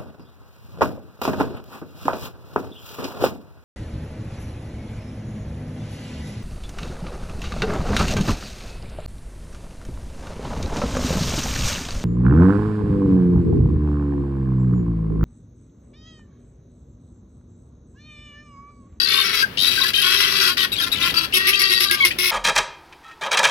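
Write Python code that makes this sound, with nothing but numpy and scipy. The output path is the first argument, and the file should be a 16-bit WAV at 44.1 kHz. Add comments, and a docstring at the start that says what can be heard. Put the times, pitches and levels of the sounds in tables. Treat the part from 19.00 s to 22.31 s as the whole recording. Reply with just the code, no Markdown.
"""Open ground by a fence, a flock of guinea fowl a few metres from a small two-port recorder.
Rasps and a run of short chatters are uneven syrinx pulses and air puffs ringing in a windpipe.
Throbbing trills are stacked overtones; peeps are near-pure whistles, chirps hoarse sliding ones.
Fence and ground give a short echo, as decaying noise; shaped noise makes a low wind rumble behind,
its level rising and falling along a set curve."""
import sys
import numpy as np
from scipy import signal
from scipy.fft import rfft, irfft, next_fast_len
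from scipy.io import wavfile
from scipy.ndimage import map_coordinates

SR = 44100
rng = np.random.default_rng(int(sys.argv[2]) if len(sys.argv) > 2 else 0)


def ratio(d):
    """dB to gain"""
    e = np.asarray(d, float) / 20
    return 10 ** e


def waveform_to_disk(signal):
    """Save audio, clipped to [-1, 1], as 16-bit WAV at the path in sys.argv[1]."""
    frames = np.transpose(np.atleast_2d(signal))
    scaled = np.clip(frames, -1, 1) * 32767
    samples = np.round(scaled).astype(np.int16)
    wavfile.write(sys.argv[1], SR, samples)


N = 145971  # samples

ATTACK_S, RELEASE_S = 0.0046, 0.021  # rasps, chatters and trills
WHISTLE_EDGE_S = 0.0023  # attack and release of peeps and chirps


def unit(x):
    """Scale to rms 1."""
    return x / np.sqrt(np.mean(x ** 2) + 1e-18)


def walk(size, rate):
    """Smooth random drift through rate knots a second, spread near 1."""
    knots = rng.standard_normal(int(size * 400 / SR) + 4)
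    return map_coordinates(knots, [np.arange(size) * min(rate, 400) / SR + 1], order=3)


def shape(t, length, attack, release):
    """Rounded attack, hold, rounded release."""
    ramp = np.clip(np.minimum(t / attack, (length - t) / release), 0, 1)
    return np.sin(np.pi / 2 * ramp) ** 2


def add(out, start, call):
    """Mix a call into both ports at start s, a little earlier at one of them."""
    lag = .00007 * rng.standard_normal()  # s, drawn anew for every call
    for port, s in zip(out, (start + lag, start - lag)):
        i = int(np.round(s * SR))
        a, b = max(i, 0), min(i + len(call), N)
        port[a:b] += call[a - i:b - i]


def pipe(x, modes):
    """Ring x through steep windpipe resonances (each applied twice); the throat cuts the bass."""
    throat_cut_hz = 980
    size = next_fast_len(len(x))
    hz = np.arange(size // 2 + 1) * SR / size + 1e-9
    gain = 0
    for mode_hz, width_hz, db in modes:
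        detune = (hz / mode_hz - mode_hz / hz) * mode_hz
        gain = gain + ratio(db) / (1 + 1j * detune / (1.55 * width_hz)) ** 2
    gain = gain / (1 + (throat_cut_hz / hz) ** 8)
    return irfft(rfft(x, size) * gain, size)[:len(x)]


# ground noise spectrum: frequency_hz, density_db (relative, per Hz)
GROUND_SPECTRUM = [(15, -45), (30, -14), (60, -1.5), (130, -2.5), (280, -3), (520, -10), (850, -14.5),
                   (1600, -11), (3000, -13.5), (5000, -29), (7600, -36), (11000, -31), (15800, -27)]
# rise and fall of the background level: time_s, swell_db (BACKGROUND_DB is added)
BACKGROUND_SWELL = [(0.0, -46.5), (0.41, -45.5), (0.43, -42.5), (1.13, -45.5), (2.1, -39.5), (2.13, -35),
                    (2.15, -41), (2.72, -46.5), (3.16, -41.5), (3.31, -50)]
BACKGROUND_DB, WAVER_DB = 5.5, 0.34
ALIKE_HZ = 970  # below this the two ports grow alike


def outdoors():
    """Wind rumble and far murmur as shaped noise, the bass nearly alike at both ports."""
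    hz = np.arange(N // 2 + 1) * SR / N + 1
    curve_hz, curve_db = np.transpose(GROUND_SPECTRUM)
    colour = ratio(np.interp(np.log(hz), np.log(curve_hz), curve_db))
    mid, side = rfft(rng.standard_normal((2, N))) * colour
    wide = np.clip(hz / ALIKE_HZ, .22, 1)
    both = np.array([mid + wide * side, mid - wide * side]) / np.sqrt(1 + wide ** 2)
    swell_db = np.interp(np.arange(N) / SR, *np.transpose(BACKGROUND_SWELL))
    return unit(irfft(both, N)) * ratio(BACKGROUND_DB + swell_db + WAVER_DB * walk(N, 4.18))


PITCH_ARCH, PITCH_WOBBLE, PITCH_DRIFT = .045, .018, .008  # shares of pitch
FLUTTER_DB, HUM_WAVER_DB = 2.5, 1.5
PULSE_SCATTER_DB = 2.2  # uneven pulse size at full roughness
PUFF_CYCLES = .28  # decay of each air puff
VOICE_TOP_HZ = 2600  # clean pulses fade above


def squawk(length, hz, rough, hum_db, modes):
    """Uneven syrinx pulses, each with a puff of air, through the windpipe, over a clean chest hum."""
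    t = np.arange(int((length + .03) * SR)) / SR  # room for the pipe to ring on
    rough = np.clip(rough, 0, 1)
    arch = PITCH_ARCH * (np.sin(np.pi * np.clip(t / length, 0, 1)) - .6) * min(length / .4, 1)
    pitch = hz * (1 + arch + PITCH_WOBBLE * walk(len(t), 160) + PITCH_DRIFT * walk(len(t), 14))
    cycles = np.cumsum(pitch) / SR + .5
    turn = np.pi * (cycles % 1) + 1e-9
    # a pulse train with every overtone that fits below the top of the band
    top = 2 * int(.45 * SR / hz / 1.1) + 1
    low_pass = signal.butter(2, VOICE_TOP_HZ, fs=SR, output="sos")
    pulses = signal.sosfilt(low_pass, np.sin(top * turn) / np.sin(turn) - 1)
    puffs = np.exp(-(cycles % 1) / PUFF_CYCLES) * rng.standard_normal(len(t))
    pulse_sizes = ratio(PULSE_SCATTER_DB * rough * rng.standard_normal(400))
    size = pulse_sizes[np.round(cycles).astype(int)]
    drive = size * ((1 - rough ** 2) ** .5 * unit(pulses) + rough * unit(puffs))
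    drive = drive * ratio(FLUTTER_DB * walk(len(t), 43.45))
    edge = shape(t, length, ATTACK_S, RELEASE_S)
    hum = ratio(hum_db + HUM_WAVER_DB * walk(len(t), 28)) * np.sin(2 * turn) * edge
    return unit(pipe(drive * edge, modes)) + hum


# windpipe resonances in a rasp: frequency_hz, width_hz (before pipe() widens it), level_db
RASP_PIPE = [(1085, 86, -1.5), (1454, 230, 1), (2050, 133, 1.5), (2600, 740, 2.5), (3245, 133, 5.5),
             (3900, 515, 1), (4550, 690, -7), (5400, 270, -10), (9500, 400, -43), (11000, 2980, -10),
             (13800, 830, -40.5)]
# long rasping calls: start_s, length_s, level_db, pitch_hz, roughness (1 = all air), beak_hz
RASPS = [(-.05, 0.38, -27, 376.5, 0.42, 1714), (0.066, 0.38, -29, 437, 0.77, 2250),
         (0.229, 0.19, -28.5, 401, 0.92, 5400), (0.347, 0.098, -27, 392, 1.1, 4640),
         (.61, 0.31, -26, 370.4, 1, 2570), (0.933, 0.14, -29.5, 381, 0.96, 2770),
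         (1.018, .52, -23, 375, 0.77, 1760), (1.099, 0.4, -25, 394.5, .9, 5400),
         (1.397, 0.117, -23.5, 361.6, 1, 1500), (1.568, 0.098, -24, 384.4, 0.77, 1890),
         (1.796, 0.068, -30, 345.5, 0.94, 1740), (1.861, 0.039, -32, 344.3, 0.87, 1900),
         (1.927, 0.11, -35.5, 341, 0.6, 2600), (1.998, .125, -24.5, 340.5, 0.87, 2600),
         (2.137, 0.13, -25.5, 334.7, 0.88, 1830), (2.369, 0.43, -23.5, 385.6, 0.48, 1872),
         (2.792, 0.24, -34, 389, 0.65, 1220), (3.225, 0.21, -25.5, 353.7, 0, 2190)]


def rasps(out):
    """Long squawks; the clearer the voice, the more its beak resonance stands out."""
    for start, length, db, hz, rough, beak_hz in RASPS:
        beak = (beak_hz, 244, 1 + 12 * (1 - rough))  # Hz, width Hz, dB
        add(out, start, ratio(db) * squawk(length, hz, rough, -16.5, RASP_PIPE + [beak]))


SCOOP, SCOOP_S = .25, .006  # a trill opens from below: share of pitch, decay
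TRILL_WOBBLE, THROB_BEND = .016, .025  # shares of pitch; each throb sweeps by the second
TRILL_SPREAD_HZ, TRILL_WANDER_HZ = 800, 110  # width and drift of the loudest region
TRILL_DEPTH, TRILL_FLICKER_DB, TRILL_AIR_DB = .68, 4, -9  # depth before squaring
SHRILL_HZ, SHRILL_WIDTH_HZ, SHRILL_DB, SHRILL_RISE_S = 11270, 2460, -17, .04  # top that comes late


def trill(length, hz, peak_hz, rate, scoop):
    """Overtones of a high voice, loudest near the beak resonance, throbbing, with air in each throb."""
    t = np.arange(int(length * SR)) / SR
    pitch = hz * (1 - scoop * np.exp(-t / SCOOP_S) + TRILL_WOBBLE * walk(len(t), 229.3))
    peak = peak_hz * (1 - scoop * np.exp(-t / SCOOP_S / 2)) + TRILL_WANDER_HZ * walk(len(t), 20.7)
    beat = 2 * np.pi * np.cumsum(rate * (1 + .12 * walk(len(t), 30))) / SR
    phase = 2 * np.pi * np.cumsum(pitch) / SR + THROB_BEND * hz / rate * np.sin(beat)

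    def throb(lag):
        return (1 - TRILL_DEPTH * (.5 + .5 * np.cos(beat + lag))) ** 2

    voice = 0
    for k in np.arange(3, 23):
        near = 1 / (1 + ((k * hz - peak) / TRILL_SPREAD_HZ) ** 2) ** 2
        shrill = ratio(SHRILL_DB) / (1 + ((k * hz - SHRILL_HZ) / SHRILL_WIDTH_HZ) ** 2) ** 2
        level = near + shrill * np.minimum(t / SHRILL_RISE_S, 1) ** 2
        level = level * throb(1.2 * k) * ratio(TRILL_FLICKER_DB * walk(len(t), 68.3))
        voice = voice + level * np.sin(k * phase + 2 * np.pi * rng.random())
    air = pipe(throb(2.74) * rng.standard_normal(len(t)), [(peak_hz, 2200, 0)])
    return (unit(voice) + ratio(TRILL_AIR_DB) * unit(air)) * shape(t, length, ATTACK_S, RELEASE_S)


# throbbing trills: start_s, length_s, level_db, pitch_hz, loudest_hz, throbs_per_s
TRILLS = [(-.04, 0.11, -26, 656, 4270, 72), (0.058, 0.11, -24.5, 591, 3990, 64),
          (0.103, 0.14, -22, 602, 3360, 65), (.24, 0.21, -37, 645, 3900, 45),
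          (0.571, 0.13, -21, 646.6, 3820, 83), (0.686, 0.22, -27, 649.4, 4020, 39),
          (0.932, 0.11, -21.5, 640, 3260, 45.4), (1.039, 0.23, -26.5, 644, 3340, 72),
          (1.29, 0.27, -34, 649, 4000, 80), (1.568, 0.085, -24, 632, 3650, 80),
          (1.755, 0.037, -30, 640, 4020, 97), (1.95, 0.053, -29, 616, 3300, 86),
          (2.013, 0.12, -29, 638, 3520, 57), (2.322, 0.069, -25, 631, 3400, 81),
          (2.527, 0.044, -19, 652, 3350, 83), (2.558, .115, -29, 650, 4550, 60),
          (2.648, 0.187, -26.5, 651.5, 3900, 110), (2.822, 0.12, -28.5, 654, 3930, 82.4),
          (2.971, 0.088, -29, 675, 3430, 108), (3.104, 0.032, -23.5, 651, 2980, 88)]


def trills(out):
    """Trills that scoop up from below, except where one runs on from a trill still sounding."""
    for start, length, db, hz, peak_hz, rate in TRILLS:
        fresh = not any(a < start < a + b for a, b, *_ in TRILLS)
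        add(out, start, ratio(db) * trill(length, hz, peak_hz, rate, SCOOP * fresh))


PEEP_ARCH, PEEP_WOBBLE = 0.0074, 0.012  # shares of pitch
PEEP_FLUTTER_DB, PEEP_OCTAVE_DB = 2.9, -27


def peep(length, hz, glide_hz):
    """A near-pure whistle with a faint octave, its pitch arching and gliding."""
    t = np.arange(int(length * SR)) / SR
    arch = PEEP_ARCH * (np.sin(np.pi * (t / length) ** .5) - .5)
    pitch = hz * (1 + arch + PEEP_WOBBLE * walk(len(t), 138)) + glide_hz * (t - length / 2)
    phase = 2 * np.pi * np.cumsum(pitch) / SR
    whistle = unit(np.sin(phase) + ratio(PEEP_OCTAVE_DB) * np.sin(2 * phase))
    flutter = ratio(PEEP_FLUTTER_DB * walk(len(t), 135))
    return whistle * flutter * shape(t, length, WHISTLE_EDGE_S, WHISTLE_EDGE_S)


# whistled peeps: start_s, length_s, level_db, pitch_hz, glide_hz_per_s
PEEPS = [(0.138, 0.068, -29, 1110, -900), (0.42, 0.028, -16.5, 1610, -300), (0.637, 0.092, -42, 1730, -900),
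         (0.776, 0.027, -22, 1550, -300), (0.804, 0.048, -34, 1080, -300), (0.844, 0.023, -23.5, 1670, -5),
         (0.978, 0.035, -30.5, 1630, 0), (1.2, 0.092, -28.5, 2050, -1200), (1.842, .03, -56, 6100, -2400),
         (1.993, 0.023, -43, 6000, 1200), (2.026, 0.06, -35, 1080, -300), (2.165, 0.039, -25, 4550, 1500),
         (2.896, 0.058, -24.5, 1620, -200), (2.992, 0.07, -31.5, 1100, -1200),
         (3.003, 0.06, -16, 2200, -2400)]


def peeps(out):
    """Short whistles, each gliding at its own set speed."""
    for start, length, db, hz, glide_hz in PEEPS:
        add(out, start, ratio(db) * peep(length, hz, glide_hz))


CHIRP_JUMP, CHIRP_JUMP_S, CHIRP_FALL_PER_S, CHIRP_WOBBLE = .2, .0035, 4.6, 0.012  # shares of pitch
CHIRP_FLUTTER_DB, CHIRP_AIR_DB, CHIRP_OCTAVE_DB, CHIRP_TWELFTH_DB = 3, -8, -28, -11.5


def chirp(length, hz):
    """A hoarse whistle with air from the windpipe: quick jump up, then a slide down."""
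    t = np.arange(int(length * SR)) / SR
    glide = -CHIRP_JUMP * np.exp(-t / CHIRP_JUMP_S) - CHIRP_FALL_PER_S * t
    pitch = hz * (1 + glide + CHIRP_WOBBLE * walk(len(t), 370))
    phase = 2 * np.pi * np.cumsum(pitch) / SR
    whistle = np.sin(phase) + ratio(CHIRP_OCTAVE_DB) * np.sin(2 * phase)
    whistle = whistle + ratio(CHIRP_TWELFTH_DB) * np.sin(3 * phase)
    air = pipe(rng.standard_normal(len(t)), RASP_PIPE)
    hoarse = unit(whistle) + ratio(CHIRP_AIR_DB) * unit(air)
    flutter = ratio(CHIRP_FLUTTER_DB * walk(len(t), 220))
    return hoarse * flutter * shape(t, length, WHISTLE_EDGE_S, WHISTLE_EDGE_S)


# rough chirps: start_s, length_s, level_db, top_hz (pitch the jump aims at)
CHIRPS = [(.94, .04, -26.5, 4200), (1.717, 0.031, -27, 4150), (1.724, 0.039, -33, 2900),
          (1.781, 0.031, -25, 3550), (1.798, 0.039, -33.5, 1890), (1.817, 0.033, -26, 4105),
          (1.829, 0.015, -40, 5600), (1.916, 0.035, -24, 4140), (1.927, 0.026, -30, 2830),
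          (2.017, 0.026, -25, 4000)]


def chirps(out):
    """Brief hoarse whistles that jump up and slide down."""
    for start, length, db, hz in CHIRPS:
        add(out, start, ratio(db) * chirp(length, hz))


# windpipe resonances in a chatter: frequency_hz, width_hz (before pipe() widens it), level_db
CHATTER_PIPE = [(1310, 480, -6), (2742, 320, 7), (3300, 770, 3), (4000, 730, -18), (5170, 490, 1.5),
                (6340, 440, -39), (8700, 1500, -19), (11010, 1900, 0), (13700, 2900, -11)]
# short chatters of the nearest bird: start_s, length_s, level_db, pitch_hz
CHATTERS = [(2.334, 0.061, -20.5, 369.8), (2.467, 0.057, -20, 372.7), (2.591, 0.055, -24.5, 365.7),
            (2.694, 0.068, -24.5, 360.3), (2.801, 0.058, -22, 361.5), (2.908, 0.061, -22.5, 354.7),
            (3.046, 0.055, -21, 362.8), (3.183, 0.13, -22.5, 365.4)]


def chatters(out):
    """Short, mostly airy squawks with a fixed beak resonance and a stronger chest hum."""
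    beak = (2170, 220, 8)  # Hz, width Hz, dB
    for start, length, db, hz in CHATTERS:
        add(out, start, ratio(db) * squawk(length, hz, 0.92, -10.5, CHATTER_PIPE + [beak]))


def flock():
    """All calls at their times, at both ports."""
    out = np.zeros((2, N))
    for calls in (rasps, trills, peeps, chirps, chatters):
        calls(out)
    return out


def echo(birds):
    """Short echo off fence and ground: decaying noise, different at each port."""
    echo_db, t60_s, lag_s = -8.5, 0.15, 0.0027
    t = np.arange(SR // 2) / SR
    tail = rng.standard_normal((2, len(t))) * ratio(-60 * t / t60_s) * (t > lag_s)
    tail = tail * ratio(echo_db) / np.sqrt(np.sum(tail ** 2) / 2)
    return signal.fftconvolve(birds, tail, axes=1)[:, :N]


def scene():
    """Calls, their short echo and the background."""
    birds = flock()
    return birds + echo(birds) + outdoors()


# level between the ports: frequency_hz, left_over_right_db
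PORT_LEVEL = [(60, -0.5), (380, -1), (700, 0), (1100, 3), (1600, 7.5), (2200, 3), (3000, 11), (3800, 15),
              (4600, 23.5), (5600, 18.5), (7000, -2), (8500, 14), (11000, -14), (15000, -5)]
# phase between the ports: frequency_hz, left_lead_rad
PORT_PHASE = [(0, 0), (600, 0.5), (1550, -1.0), (1890, -2.8), (3190, 4.3), (3790, 5.7), (4480, 2.0),
              (5250, 4.5), (6370, -2.7), (10100, -12.8), (11700, -5.6), (12200, -3.1), (13500, -4.0),
              (15500, -10.2)]


def ports(dry):
    """The two microphone ports differ in colour and phase, half the difference each; the top is cut."""
    top_hz = 15900
    size = next_fast_len(N + 4096)
    hz = np.arange(size // 2 + 1) * SR / size + 1
    level_hz, level_db = np.transpose(PORT_LEVEL)
    half_db = np.interp(np.log(hz), np.log(level_hz), level_db) / 2
    half = ratio(half_db) * np.exp(.5j * np.interp(hz, *np.transpose(PORT_PHASE)))
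    return irfft(rfft(dry, size) * np.array([half, 1 / half]) * (hz < top_hz), size)[:, :N]


def top_cut(x):
    """Nothing passes above the cut-off."""
    return signal.sosfilt(signal.butter(12, 15970, fs=SR, output="sos"), x)


def record(dry):
    """Picks the scene up at the two ports and rounds the loudest peaks."""
    limit = .97
    mix = limit * np.tanh(ports(dry) / limit)
    return top_cut(mix)


dry = scene()
out = record(dry)
waveform_to_disk(out)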